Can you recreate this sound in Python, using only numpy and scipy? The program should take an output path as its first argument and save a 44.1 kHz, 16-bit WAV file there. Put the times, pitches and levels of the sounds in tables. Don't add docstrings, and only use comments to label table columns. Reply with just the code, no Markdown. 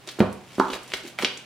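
import sys
import numpy as np
from scipy import signal
from scipy.fft import rfft, irfft
from scipy.io import wavfile

SR = 44100
rng = np.random.default_rng(int(sys.argv[2]) if len(sys.argv) > 2 else 0)


def wav_out(sig):
    wavfile.write(sys.argv[1], SR, np.round(np.clip(np.atleast_2d(sig).T, -1, 1) * 32767).astype(np.int16))


N = 63945
TAPS = 4096
HZ = np.fft.rfftfreq(TAPS, 1 / SR)


def amp(db):
    return 10 ** (np.asarray(db) / 20)


def unit(x):
    return x / np.sqrt(np.mean(x ** 2) + 1e-20)


def read(points, hz):
    f, value = np.transpose(points)
    return np.interp(np.log(hz + 1), np.log(f + 1), value)


def add(mix, s, sound):
    part = mix[max(round(s * SR), 0):][:len(sound)]
    part += sound[:len(part)]


def pulse(db):
    log_gain = np.log(amp(np.maximum(db, -100)))
    mirrored = np.r_[log_gain, log_gain[-2:0:-1]]
    return np.fft.ifft(np.exp(np.conj(signal.hilbert(mirrored)))).real


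def blow(hz, rise, fall, top_octaves, colour):
    octaves = np.log2((HZ + 1) / hz)
    slope = np.where(octaves < 0, rise, fall)
    click = pulse(read(colour, HZ) - slope * (np.hypot(octaves, top_octaves) - top_octaves))
    return click / np.linalg.norm(click)


def cluster(per_s, decay_s, db):
    t = np.arange(TAPS) / SR
    swarm = rng.choice([-1., 1.], TAPS) * (rng.random(TAPS) < per_s / SR) * np.exp(-t / decay_s)
    swarm *= amp(db) / (np.linalg.norm(swarm) + 1e-9)
    swarm[0] = 1
    return swarm


def diffuse(pair, colour):
    # f/Hz, coefficient
    likeness = [(50, 0.74), (250, 0.86), (1000, 0.67), (2000, 0.58), (4000, 0.4), (12000, 0.11)]
    size = pair.shape[1]
    hz = np.fft.rfftfreq(size, 1 / SR)
    coherence = read(likeness, hz)
    a, b = rfft(pair)
    mid, side = a * np.sqrt((1 + coherence) / 2), b * np.sqrt((1 - coherence) / 2)
    return irfft(np.array([mid + side, mid - side]) * amp(read(colour, hz)), size)


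def background():
    # f/Hz, relative density level/dB
    floor = [(20, -20), (40, -22), (70, -7), (125, -8), (170, 2.5), (400, -5.5), (1000, -7.5),
             (3000, -15.5), (8000, -22.5), (15000, -32)]
    floor_db, hum_db, hum_hz = -52, -59.5, 127.5
    noise = unit(diffuse(rng.standard_normal((2, N)), floor))
    hum = np.sqrt(2) * np.sin(2 * np.pi * hum_hz * np.arange(N) / SR)
    return amp(floor_db) * noise + amp(hum_db) * hum


def sways():
    # t/s, level/dB
    pushes = [(.225, -38), (.6, -54), (0.739, -47), (.82, -57), (.95, -53), (1.03, -66), (1.245, -51)]
    sway_hz, width_s = 58, 0.016
    t = np.arange(N) / SR
    return sum(amp(db) * np.exp(-((t - s) / width_s) ** 2) * np.sin(2 * np.pi * sway_hz * (t - s))
               for s, db in pushes)


def blade():
    # f/Hz, level/dB, T60/s
    modes = [(836, -30, 0.39), (880, -26.5, 0.4), (906, -25.5, 0.38), (976, -26, 0.37), (1059, -27, 0.25),
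             (1101, -33.5, 0.44)]
    strike_s, rise_s = 0.6005, 0.0027
    out, t = np.zeros(N), np.arange(SR // 2) / SR
    for hz, db, t60 in modes:
        envelope = (1 - np.exp(-t / rise_s)) * amp(db - 60 * t / t60)
        add(out, strike_s, envelope * np.sin(2 * np.pi * (hz * t + rng.random())))
    return out


def knocks():
    # t/s, level/dB, centre f/Hz, relative ring/dB, relative rattle/dB, treble fall/(dB/octave)
    impacts = [(.074, -24, 396, -17, 2.5, 14), (0.188, -8.5, 328, -10, 7.5, 12.5),
               (0.2033, 7.5, 200, 3, -2.5, 24), (0.2048, 7, 499, -3.5, 2.5, 21),
               (0.213, 4, 210, -19, -1, 13), (.2255, -5, 606, 3, 7, 27), (.583, -3.5, 224, 2.5, 1.5, 11.5),
               (.598, 8.5, 366, -2, -17.5, 26.5), (.6002, 8, 1045, -2, -10.5, 28),
               (0.7, -14, 380, 4.5, 3.5, 23.5), (.733, -11.5, 497, -11, 6.5, 13.5),
               (0.9367, -16, 395, 5, -1, 14.5), (1.038, -18.5, 285, -14, 3, 26),
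               (1.0498, -12, 266, -20, -19, 27.5), (1.189, -8, 627, -10, -14, 9),
               (1.223, -9.5, 650, -32, 4.5, 17.5), (1.234, -1, 356, -2.5, -9, 32.5)]
    # f/Hz, relative level/dB, T60/s
    modes = [(75.9, -1, 0.52), (103.2, 4.5, 0.27), (198.3, 9, 0.15), (266, -0.5, 0.23), (382.6, -1, .3),
             (506.4, 6, 0.18), (588, 6.5, 0.097), (641, -0.5, 0.27), (738, 9.5, 0.19), (820, -6, 0.52),
             (885, -17, 0.72), (1126, -12, 0.25), (1420, 2, 0.2)]
    # f/Hz, level/dB
    colour = [(30, -0.5), (70, -3), (150, 0), (350, 3), (750, 0), (1300, 8.5), (1900, 2.5), (4000, 0),
              (12000, 12)]
    modes_db = -54.5
    out, t = np.zeros(N), np.arange(SR // 2) / SR
    ring = sum(amp(modes_db + db - 60 * t / t60) * np.cos(2 * np.pi * hz * t) for hz, db, t60 in modes)
    for s, db, hz, ring_db, rattle_db, fall in impacts:
        response = amp(ring_db) * ring
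        add(response, 0, cluster(per_s=1200, decay_s=0.027, db=rattle_db))
        thud = blow(hz, rise=13.1, fall=fall, top_octaves=0.54, colour=colour)
        add(out, s, amp(db) * signal.fftconvolve(thud, response))
    return out


def sawing():
    # t/s, level/dB
    strokes = [(0, -59), (0.052, -61), (0.073, -46), (.12, -50.5), (.17, -54.5), (.42, -60.5), (.55, -50),
               (.68, -47.5), (0.734, -36), (.79, -53.5), (0.858, -54.5), (.92, -45), (0.971, -50.5),
               (1.081, -47.5), (1.166, -63), (1.212, -39), (1.3, -49.5), (1.45, -60)]
    # f/Hz, relative density level/dB
    spectrum = [(100, -8), (400, 9.5), (1200, 0.5), (2800, 7), (5000, -1.5), (8000, -5.5), (12000, -14.5),
                (16000, -23)]
    fractures_per_s, spread_db = 1500, 4
    sizes = amp(spread_db * np.minimum(rng.exponential(1, N), 4)) * rng.choice([-1., 1.], N)
    fractures = sizes * (rng.random(N) < fractures_per_s / SR)
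    crackle = signal.fftconvolve(fractures, pulse(read(spectrum, HZ)))[:N]
    return unit(crackle) * amp(np.interp(np.arange(N) / SR, *np.transpose(strokes)))


def snaps():
    # t/s, level/dB, centre f/Hz, relative crumbling/dB, treble fall/(dB/octave)
    breaks = [(0.0746, -33, 2160, -14, -4), (0.0747, -20, 4600, 0, 10.5), (0.089, -14, 3830, 3, 21.5),
              (.113, -30, 7200, 3.5, 13), (0.1923, -20.5, 2000, 6.5, 5), (0.204, -5.5, 2290, 0, 17.5),
              (0.3283, -24, 9000, -12, 23), (0.505, -31.5, 3200, 4, 29), (.554, -25.5, 5030, -11, 25),
              (0.5977, -10.5, 3680, -2.5, 16), (0.7025, -12.5, 3130, -1.5, 27), (.7325, -9, 2950, 2, 23.5),
              (.832, -29.5, 8200, 2.5, 27), (.877, -30.5, 7100, 4.5, 26), (0.9198, -9.5, 2650, -24, 25),
              (0.9356, -10, 2930, 1.5, 21), (0.9378, 0, 2590, -4, 15), (0.97, -24, 6480, 0, 14),
              (1.074, -24, 4570, -11, 10), (1.0789, -19.5, 5000, -13, 9), (1.1817, -24.5, 2400, -3, 26),
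              (1.1877, -9.5, 2240, -1, 14), (1.1886, -4.5, 2120, -3, 16), (1.1958, -13, 2000, 5.5, 20),
              (1.224, -13, 3880, -2.5, 15), (1.2249, -4.5, 2320, -5, 12), (1.2472, 6, 3440, -4, 28.5),
              (1.2519, -29, 3360, 1, 22), (1.3743, -18, 6960, -6, 48)]
    # f/Hz, level/dB
    colour = [(100, -7), (400, 18.5), (1000, 6.5), (2000, 5.5), (3500, 4), (6000, 3), (9000, 3),
              (15000, -4)]
    out = np.zeros(N)
    for s, db, hz, crumble_db, fall in breaks:
        click = blow(hz, rise=9.3, fall=fall, top_octaves=0.56, colour=colour)
        crumbling = cluster(per_s=2700, decay_s=0.0051, db=crumble_db)
        add(out, s, amp(db) * signal.fftconvolve(click, crumbling))
    return out


def kitchen(x):
    # f/Hz, T60/s
    room_t60 = [(100, 0.62), (300, 0.43), (1000, 0.45), (3000, 0.48), (6000, 0.35), (14000, 0.1)]
    # f/Hz, level/dB
    tail_colour = [(80, -10.5), (200, -10.5), (400, -8), (1000, -2), (2000, -3), (4000, -1.5), (7000, -2.5),
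                   (14000, 5.5)]
    # left t/s, right t/s, left level/dB, right level/dB
    echoes = [(.00305, .00316, -5.5, -11.5), (.0055, .00544, -11.5, -6.5)]
    # f/Hz, level/dB
    echo_colour = [(200, -12), (1500, -9), (3000, -1.5), (8000, 4)]
    onset_s = 0.0031
    hz, t, noise = signal.stft(rng.standard_normal((2, SR)), SR, nperseg=256)
    fade = amp(-60 * t / read(room_t60, hz)[:, None])
    fade /= np.sqrt((fade ** 2).sum(1, keepdims=True) * t[1] * SR)
    response = diffuse(signal.istft(noise * fade, SR, nperseg=256)[1], tail_colour)
    response *= 1 - np.exp(-(np.arange(response.shape[1]) / SR / onset_s) ** 2)
    response[:, 0] += 1
    bounce = pulse(read(echo_colour, HZ))
    for left_s, right_s, left_db, right_db in echoes:
        add(response[0], left_s, amp(left_db) * bounce)
        add(response[1], right_s, amp(right_db) * bounce)
    return signal.fftconvolve(x[None], response, axes=1)[:, :N]


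def scene():
    return kitchen(snaps() + knocks() + sawing()) + blade() + sways() + background()


def record(dry):
    # f/Hz, left minus right level/dB
    balance = [(50, 2.5), (250, -1.4), (500, -2.5), (1000, -3), (2000, -2), (4000, 0.5), (9000, -0.5)]
    cutoff_hz = 15900
    lean_db = read(balance, HZ) / 2
    heard = signal.fftconvolve(dry, np.array([pulse(lean_db), pulse(-lean_db)]), axes=1)[:, :N]
    low_pass = signal.firwin(511, cutoff_hz, window=("kaiser", 9), fs=SR)
    return signal.oaconvolve(heard, low_pass[None], "same")


dry = scene()
out = record(dry)
wav_out(out)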